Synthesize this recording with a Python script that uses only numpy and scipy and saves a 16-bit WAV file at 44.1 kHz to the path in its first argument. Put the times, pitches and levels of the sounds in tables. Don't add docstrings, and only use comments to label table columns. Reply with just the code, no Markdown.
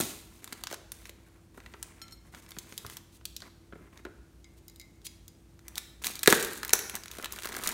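import sys
import numpy as np
from scipy import signal
from scipy.fft import rfft, irfft, next_fast_len
from scipy.io import wavfile
from scipy.ndimage import map_coordinates

SR = 44100
rng = np.random.default_rng(int(sys.argv[2]) if len(sys.argv) > 2 else 0)


def master(y):
    cut = np.clip(np.atleast_2d(y).T, -1, 1)
    pcm = np.round(cut * 32767)
    wavfile.write(sys.argv[1], SR, pcm.astype(np.int16))


N = 340893


def amp(db):
    return 10 ** (np.asarray(db) / 20)


def unit(x):
    return x / np.sqrt(np.mean(x ** 2) + 1e-20)


def burst_of(x, seconds):
    return x * np.sqrt(seconds * SR / (np.sum(x ** 2) + 1e-20))


def along(points, hz):
    f, v = np.transpose(points)
    return np.interp(np.log(hz + 1), np.log(f + 1), v)


def curves(rows):
    s, *columns = np.transpose(rows)
    return [np.interp(np.arange(N) / SR, s, column) for column in columns]


def wobble(rate):
    knots = rng.standard_normal(int(N * rate / SR) + 4)
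    return map_coordinates(knots, [np.arange(N) * rate / SR])


def fade(t, t60):
    return np.exp(-np.log(1000) * t / t60)


def add(track, s, x):
    start = max(round(s * SR), 0)
    track[start:start + len(x)] += x[:max(N - start, 0)]


def band(x, lo_hz, hi_hz):
    return signal.lfilter(*signal.butter(2, [lo_hz, min(hi_hz, SR / 2 - 100)], "band", fs=SR), x)


def filtered(x, response):
    size = next_fast_len(N + SR // 2)
    return irfft(rfft(x, size) * response(np.fft.rfftfreq(size, 1 / SR)), size)[:N]


def coloured(x, spectrum):
    size = 8192
    cepstrum = irfft(np.log(amp(along(spectrum, np.fft.rfftfreq(size, 1 / SR)))))
    cepstrum[1:size // 2] *= 2
    cepstrum[size // 2 + 1:] = 0
    return signal.fftconvolve(x, irfft(np.exp(rfft(cepstrum))))[:N]


# pitch in Hz, peak level in dB around which it wavers.
HUM = [(91.5, -61.5), (166.9, -69), (333.8, -63.5)]
# frequency in Hz, relative level in dB per Hz.
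AIR_COLOUR = [(20, -51), (30, -25), (39, -15), (50, 3), (63, 5.5), (78, -12.5), (110, -6.5), (170, -9.5),
              (340, -14.5), (520, -22.5), (1200, -29.5), (3000, -35.5), (7000, -37), (16000, -46.5)]
AIR_DB = -57.5


def background():
    t = np.arange(N) / SR
    hum = 0
    for hz, db in HUM:
        level = amp(db + 0.73 * wobble(3.74))
        hum = hum + level * np.sin(2 * np.pi * hz * t + 0.26 * wobble(3.56))
    noise = filtered(rng.standard_normal(N), lambda hz: amp(along(AIR_COLOUR, hz)))
    return hum + amp(AIR_DB) * unit(noise)


# start in seconds, length in seconds, rub level in dB, crinkle level in dB.
STROKES = [(0.305, .1, -63.5, -61.5), (0.415, 0.2, -58.5, -60), (0.617, 0.11, -62.5, -70),
           (0.694, .05, -62, -54), (0.934, 0.16, -61.5, -59), (1.167, 0.24, -69.5, -76),
           (1.536, 0.39, -64, -67.5), (1.806, 0.3, -61, -72), (2.242, 0.048, -62.5, -68.5),
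           (2.32, 0.081, -59.5, -57.5), (2.416, .04, -61, -60.5), (2.475, 0.22, -62, -62),
           (2.684, 0.3, -59.5, -57), (2.902, 0.038, -67, -50), (3.119, 0.052, -76, -60.5),
           (3.419, .06, -53.5, -64), (3.75, 0.134, -62.5, -76), (3.919, 0.084, -59.5, -69),
           (4.567, 0.02, -73, -62.5), (5.638, 0.16, -62, -68), (6.015, .025, -54, -51),
           (6.11, 0.23, -59, -65), (6.625, 0.097, -57, -74), (6.935, 0.052, -44.5, -53),
           (7.099, 0.16, -52.5, -52.5)]
STROKE_ATTACK_S, STROKE_RELEASE_T60 = 0.0084, 0.043
# rub level in dB, crinkle level in dB.
GRIP_DB = (-81, -74.5)
# start in seconds, rub level in dB, crinkle level in dB, t60 in seconds.
DYING_CRACKLES = [(0.0, -41, -32.5, 0.58), (5.76, -55.5, -47.5, 0.36), (6.041, -41.5, -34.5, 0.42),
                  (6.276, -32.5, -24.5, 0.69), (6.735, -44, -49, 0.69)]
CRACKLE_ATTACK_S = 0.0027
CRUMPLE_START_S, CRUMPLE_DB_PER_S = 7.3, 21.5
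CRUMPLE_RUB_DB, CRUMPLE_CRINKLE_DB = -51.5, -50.5


def effort():
    t = np.arange(N) / SR

    def rise(s, attack):
        return np.clip((t - s) / attack, 0, 1)

    def fall(s, t60):
        return fade(np.maximum(t - s, 0), t60)

    moves = [(np.ones(N), *GRIP_DB)]
    for s, length, rub_db, crinkle_db in STROKES:
        shape = rise(s, STROKE_ATTACK_S) * fall(s + length, STROKE_RELEASE_T60)
        moves.append((shape, rub_db, crinkle_db))
    for s, rub_db, crinkle_db, t60 in DYING_CRACKLES:
        moves.append((rise(s, CRACKLE_ATTACK_S) * fall(s, t60), rub_db, crinkle_db))
    growth = amp(CRUMPLE_DB_PER_S * (t - CRUMPLE_START_S))
    crumple = rise(CRUMPLE_START_S, STROKE_ATTACK_S) * growth
    moves.append((crumple, CRUMPLE_RUB_DB, CRUMPLE_CRINKLE_DB))
    return np.sqrt(sum(np.outer(amp(levels_db), shape) ** 2 for shape, *levels_db in moves))


def friction(spectrum, grit, rate, spread_db):
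    sizes = amp(spread_db * np.clip(rng.standard_normal(N), -2, 2))
    ticks = (rng.random(N) < rate / SR) * sizes
    t = np.arange(SR // 200) / SR
    power = np.abs(signal.fftconvolve(ticks ** 2, fade(t, t60=0.005))[:N])
    slips = np.sqrt(grit * power / power.mean() + 1 - grit) * rng.standard_normal(N)
    return unit(coloured(slips, spectrum))


def facet(hz, cycles):
    t = np.arange(SR // 25) / SR
    return burst_of(fade(t, cycles / hz) * np.sin(2 * np.pi * hz * t), .001)


WRINKLE_RATE, WRINKLE_HZ, WRINKLE_SPREAD_DB = 130, 1550, 3.5


def wrinkles(rate, centre_hz, spread_db):
    out = np.zeros(N)
    count = int(rate * N / SR)
    times = rng.random(count) * N / SR
    scatter = np.clip(rng.standard_normal((count, 2)), -2, 2)
    for s, (pitch, size) in zip(times, scatter):
        add(out, s, amp(spread_db * size) * facet(centre_hz * np.exp(.24 * pitch), cycles=15))
    return unit(out)


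# time in seconds, share from 0 to 1.
GRIT = [(0, .15), (.4, .35), (1.3, .55), (2.9, .35), (5.9, .4), (6.05, .8), (6.3, .7), (6.5, .88),
        (7.73, .92)]
# frequency in Hz, relative level in dB per Hz.
RUB_COLOUR = [(100, -55), (200, 12), (400, 0), (700, 2.5), (1100, 7), (1550, -6), (2100, 4), (3000, -8),
              (5000, -42)]
# frequency in Hz, relative level in dB per Hz.
CRINKLE_COLOUR = [(1200, -29), (2500, 0), (3800, -2.5), (5400, -0.5), (7200, -1.5), (9500, 1), (11300, -3),
                  (13500, -1), (16000, -10)]
CLUMP_DB, CLUMP_RATE = 2.5, 63


def handling():
    rub_gain, crinkle_gain = effort()
    grit = np.clip(curves(GRIT)[0], 0, .98)
    grumble = friction(RUB_COLOUR, grit, rate=200, spread_db=7)
    buckling = wrinkles(WRINKLE_RATE, WRINKLE_HZ, WRINKLE_SPREAD_DB)
    share = .7 * grit
    rub = rub_gain * (np.sqrt(1 - share) * grumble + np.sqrt(share) * buckling)
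    crinkle = crinkle_gain * friction(CRINKLE_COLOUR, grit, rate=280, spread_db=2.0)
    clumps = amp(CLUMP_DB * grit * wobble(CLUMP_RATE))
    return clumps * (rub + crinkle)


def click(low_db, high_db, t60, flutter_db, flutter_t60):
    t = np.arange(SR // 25) / SR
    shape = np.hypot(fade(t, t60), amp(flutter_db) * fade(t, flutter_t60))
    total = 0
    for lo, hi, db in [(900, 2500, low_db), (3100, 7000, 0), (7000, 15500, high_db)]:
        noise = unit(band(shape * rng.standard_normal(len(t)), lo, hi))
        total = total + amp(db) * np.sqrt(hi - lo) * noise
    return burst_of(total, .001)


FACET_HZ, FACET_DB_PER_OCTAVE = 6910, 6.5
FACET_LOW_HZ, FACET_HIGH_HZ = 1530, 9600


def facet_pitch(low_db, high_db):
    octaves = (high_db - 20 * np.log10(np.hypot(1, amp(low_db)))) / FACET_DB_PER_OCTAVE
    return np.clip(FACET_HZ * 2 ** octaves, FACET_LOW_HZ, FACET_HIGH_HZ)


# start in seconds, level in dB over 1 ms (before mixing crack and ring),
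# then the low and the high band in dB per Hz compared with the middle band.
SNAPS = [(0.002, -19, -7, 9), (0.0098, -17.5, 3, 4.5), (0.4434, -30.5, 2, 3), (0.4762, -34.5, 6, -5.5),
         (0.525, -29, 6.5, -3.5), (0.5287, -29.5, -5, -3), (0.6371, -24.5, 0.5, -5),
         (0.6708, -24.5, 1, -13.5), (0.7017, -38, 11, -10), (0.713, -31, 11, -1), (0.7266, -28.5, 0.5, -5),
         (0.7376, -35, 1, -6.5), (0.7428, -29.5, 3, -1.5), (0.9193, -26.5, 2, 6.5), (1.055, -34.5, 7, -9),
         (1.094, -33.5, 4.5, -2.5), (1.545, -53, 16, 1), (1.575, -46.5, 6.5, 4), (1.6026, -41, 13, -10),
         (1.6617, -36, 17, -15), (1.7383, -37.5, 12, -22), (1.8279, -24.5, -2.5, 3),
         (2.0817, -44, -10, -12.5), (2.3475, -33.5, 10, -15), (2.463, -43.5, 6, -14), (2.49, -41.5, 5, 2),
         (2.507, -36.5, -1.5, 1), (2.5179, -35, 3, -11), (2.5667, -38, 22, -15), (2.5864, -26.5, -17, -1),
         (2.724, -35.5, 6, -15), (2.7783, -24.5, -14, -2.5), (2.865, -32, 3.5, 2), (2.899, -33.5, 5, -1.5),
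         (2.9694, -29, -3, -2.5), (3.212, -48.5, 20, -12), (3.2541, -23.5, -10.5, -3.5),
         (3.3651, -26.5, -22, -6.5), (3.404, -40, -2, -12), (3.42, -34.5, -21, -24),
         (3.975, -42.5, -3, -10.5), (4.051, -36.5, 13, -7), (5.592, -47, 5, -10), (5.682, -31.5, 1, 2.5),
         (5.7561, -30.5, -9, -5.5), (5.7762, -32, 1, -12), (5.78, -19, -3, -1), (6.0386, -28, 6, -6),
         (6.0444, -21.5, -2, -6.5), (6.054, -26, -4, 1), (6.0606, -25, 3.5, 6), (6.0686, -15.5, 0.5, -1),
         (6.155, -29.5, -20, -3), (6.1923, -29, -20, -2), (6.232, -15.5, -2, 2), (6.2349, -20, 0.5, -6.5),
         (6.26, -18.5, 6.5, -3.5), (6.3978, -27, 0, 1), (6.4266, -21, 6, 7), (6.448, -21.5, 0, 1),
         (6.476, -34, 3, 4), (6.533, -28.5, 3, 5.5), (6.5766, -33, -1, 8), (6.6313, -21, 8, -5.5),
         (6.649, -24, 12.5, 10), (6.6797, -29, -5, 7), (6.6939, -23.5, -1, -6.5), (6.7054, -28.5, 10, 2),
         (6.754, -22.5, 5, 4), (6.7914, -21.5, 13.5, 11), (6.897, -24.5, 4, 3), (6.9535, -21, 1, 3),
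         (6.9621, -29, 0, 1), (7.0357, -32.5, -2, -8), (7.0583, -33, 7.5, -1), (7.0813, -34, -4, -13),
         (7.1145, -30.5, -7.5, -4.5), (7.1849, -33.5, -8, -3.5), (7.226, -31, 4, -1),
         (7.2444, -23.5, 0, -5), (7.2575, -25, 9, -3.5), (7.3232, -25.5, -3, 5), (7.3614, -34, -8, 1),
         (7.388, -29.5, 13, -1), (7.422, -31.5, 6, 0), (7.434, -29, 4, -7), (7.446, -26.5, 16, 2),
         (7.456, -24, 1.5, 6), (7.4723, -27.5, 11.5, 0), (7.5216, -32, 8, -7), (7.5498, -27, 13, -8),
         (7.5661, -24.5, 5, 3.5), (7.6291, -42, 5, 1), (7.6367, -23, -0.5, -2), (7.66, -27.5, 7, -7),
         (7.674, -14.5, -5, 0.5), (7.69, -20, 7, 5.5)]
# the same four columns as a snap,
# then the pitch of the facet in Hz and its ring in dB compared with the level.
CRACKS = [(6.2751, -2, -4, -2.5, 1866, -5), (6.3256, -5, 17.5, 5.5, 1900, -23),
          (6.7312, -13, 6, 6, 1580, -14), (6.7344, -5, 3.5, 10, 5920, -2)]
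FACET_DB, FLUTTER_DB = -13, -10
SNAP_T60, FLUTTER_T60 = 0.0068, 0.031


def creases():
    out = np.zeros(N)
    flips = []
    for s, db, low_db, high_db in SNAPS:
        flips.append((s, db, low_db, high_db, facet_pitch(low_db, high_db), FACET_DB))
    for s, db, low_db, high_db, hz, ring_db in flips + list(CRACKS):
        crack = click(low_db, high_db, SNAP_T60, FLUTTER_DB, FLUTTER_T60)
        add(out, s, amp(db) * (amp(-1.0) * crack + amp(ring_db) * facet(hz, cycles=28)))
    return out


# start in seconds, thud level in dB before a shared 2.5 dB cut,
# papery knock in dB above the thud before a shared 4 dB cut, thud pitch in Hz.
BUMPS = [(0.002, -29, 2, 227), (0.022, -36, -2, 150), (0.525, -45, 4, 323), (0.714, -42, -14, 410),
         (0.729, -39, 2, 417), (0.744, -54.5, 13, 470), (1.095, -51.5, -12, 453), (1.576, -47, 5, 210),
         (1.741, -53, 12.5, 400), (2.338, -53.5, 12, 188), (2.57, -45, -2, 227), (2.723, -47.5, 1, 243),
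         (2.848, -42, 5.5, 149), (3.422, -58.5, 15.5, 395), (3.725, -48.5, 6, 396), (3.733, -43.5, -2, 264),
         (3.755, -47, -5, 280), (3.808, -52, -10, 270), (4.052, -39, 2.5, 415), (4.065, -45, 1, 404),
         (5.768, -46.5, 1, 756), (6.632, -55, 10, 450), (6.648, -55, 20, 450), (6.2764, -16.5, 4.5, 467),
         (6.279, -18.5, -5, 280), (6.3255, -21, 9, 380), (6.7327, -28.5, 8.5, 510), (7.186, -45, 3.5, 430),
         (7.198, -44.5, 8, 417), (7.235, -45, 10, 384), (7.456, -38.5, 5, 560), (7.496, -48, 4, 400),
         (7.568, -44.5, 12.5, 530), (7.63, -49, 7, 440), (7.695, -47, 11.5, 427)]
PANEL_HZ, PANEL_DB = 1438, -5


def bumps():
    out, t = np.zeros(N), np.arange(SR // 8) / SR
    panel = burst_of(fade(t, t60=0.037) * np.sin(2 * np.pi * PANEL_HZ * t), seconds=0.0055)
    for s, db, knock_db, hz in BUMPS:
        thud = band(rng.standard_normal(len(t)) * fade(t, t60=7 / hz), hz / 1.7, hz * 1.5)
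        knock = band(rng.standard_normal(len(t)) * fade(t, t60=.036), lo_hz=700, hi_hz=1750)
        papery = burst_of(knock, .01) + amp(PANEL_DB) * panel
        add(out, s, amp(db - 2.5) * (burst_of(thud, .01) + amp(knock_db - 4) * papery))
    return out


def ring(modes, rise, width_hz):
    t = np.arange(SR // 2) / SR
    total = 0
    for hz, db, t60 in modes:
        strength = amp(db + 2 * rng.standard_normal())
        wander = np.cumsum(rng.standard_normal(len(t))) * np.sqrt(2 * np.pi * width_hz / SR)
        phase = wander + 2 * np.pi * rng.random()
        total = total + strength * fade(t, t60) * np.sin(2 * np.pi * hz * t + phase)
    return total * (1 - np.exp(-t / rise))


# start in seconds, ring level in dB, rise time in seconds.
BOWL_TAPS = [(2.0168, -40.5, .001), (2.110, -54, .003), (2.123, -46, .002)]
GLASS_HZ = [1351, 2165, 3105, 4215, 5445, 6862, 8396, 10090, 11930, 13905]
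# middle strength in dB, t60 in seconds.
GLASS_MODES = [(-11.5, .22), (-16.5, .55), (-22.5, .55), (1, .11), (3.5, .07), (-7, .125), (-7, .135),
               (-7, .085), (-5.5, .09), (-12.5, .1)]


def bowl():
    out = np.zeros(N)
    modes = [(hz, db, t60) for hz, (db, t60) in zip(GLASS_HZ, GLASS_MODES)]
    for s, db, rise in BOWL_TAPS:
        add(out, s, amp(db) * ring(modes, rise, width_hz=7))
        add(out, s, amp(db + 3.0) * click(0, -8, t60=0.0081, flutter_db=-13, flutter_t60=0.03))
    return out


def blade_slide(start, length, db):
    t = np.arange(int(length * SR)) / SR
    scrape = unit(band(rng.standard_normal(len(t)), lo_hz=2800, hi_hz=15500))
    out = np.zeros(N)
    add(out, start, amp(db) * scrape * np.sin(np.pi * t / length) ** 2)
    return out


# start in seconds, click level in dB over 1 ms,
# high band in dB per Hz compared with the middle band, ring gain in dB compared with the click level,
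# ring centre in Hz.
SCISSORS = [(4.4437, -47, -15, -7, 2320), (4.6819, -38, 1, -14, 3950), (4.698, -45.5, -4, -16, 4000),
            (4.7602, -44.5, 2, -15, 4500), (4.7981, -38.5, 1, -6.5, 3380), (4.814, -42, -8, -10.5, 2800),
            (5.017, -55, -9, -24, 4000), (5.0507, -54, 7, -26, 5000), (5.067, -29.5, -7, -14.5, 6900),
            (5.2807, -38.5, -0.5, -20, 6000)]
# pitch in Hz, middle strength in dB at the ring centre, t60 in seconds.
STEEL_MODES = [(2090, -5, .33), (2190, -7, .2), (3880, -7, .08), (4350, -10, .06), (4950, -2, .15),
               (6280, -7, .05), (6920, -1, .07), (9900, -8, .05)]
# start in seconds, length in seconds, level in dB before the swell.
SLIDE = (5.041, .036, -41)


def scissors():
    out = np.zeros(N)
    for s, db, high_db, ring_db, centre_hz in SCISSORS:
        modes = [(hz, level - 7 * abs(np.log2(hz / centre_hz)), t60) for hz, level, t60 in STEEL_MODES]
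        add(out, s, amp(db) * click(-14, high_db, t60=.005, flutter_db=-12, flutter_t60=.03))
        add(out, s, amp(db + ring_db) * ring(modes, rise=.0004, width_hz=20))
    return out + blade_slide(*SLIDE)


def table_echo(x, delay):
    return np.pad(x, (round(delay * SR), 0))[:N]


# frequency in Hz, t60 in seconds.
ROOM_T60 = [(150, 1), (400, 0.59), (1500, 0.8), (4000, 0.73), (8000, 0.58), (15000, 0.61)]
# frequency in Hz, gain in dB.
ROOM_COLOUR = [(100, -5), (400, 5), (1000, 1), (2000, 1), (5000, -0.5), (7000, -0.5), (15000, -5.5)]


def room(x):
    out, size = np.zeros(N), SR // 3
    for start in range(0, N, size):
        hz, t, z = signal.stft(rng.standard_normal(SR * 3 // 4), SR, nperseg=256)
        decay = fade(t, along(ROOM_T60, hz)[:, None])
        tail = signal.istft(z * decay, SR, nperseg=256)[1]
        tail = tail * (1 - np.exp(-(np.arange(len(tail)) / SR / 0.00078) ** 2))
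        add(out, start / SR, signal.fftconvolve(x[start:start + size], tail / np.linalg.norm(tail)))
    return coloured(out, ROOM_COLOUR)


# frequency in Hz, gain in dB.
PRESENCE = [(170, 2), (300, -0.5), (410, 3.5), (520, 0), (760, -3), (1100, -3.5), (1700, -1.5), (2800, -2),
            (3900, 1.5), (5200, -3.5), (6600, 0), (8200, -1), (11500, -3), (16000, -1)]


def scene():
    near = coloured(handling() + creases() + bumps() + bowl() + scissors(), PRESENCE)
    echoes = amp(-19.5) * table_echo(near, delay=.003) + amp(-10.0) * room(near)
    return (near + echoes + background())[None]


TOP_HZ = 15850


def record(dry):
    clipped = dry[0] / (1 + np.abs(dry[0] / 1.05) ** 6) ** (1 / 6)
    return filtered(clipped, lambda hz: 1 / np.sqrt(1 + (hz / TOP_HZ) ** 160))[None]


dry = scene()
out = record(dry)
master(out)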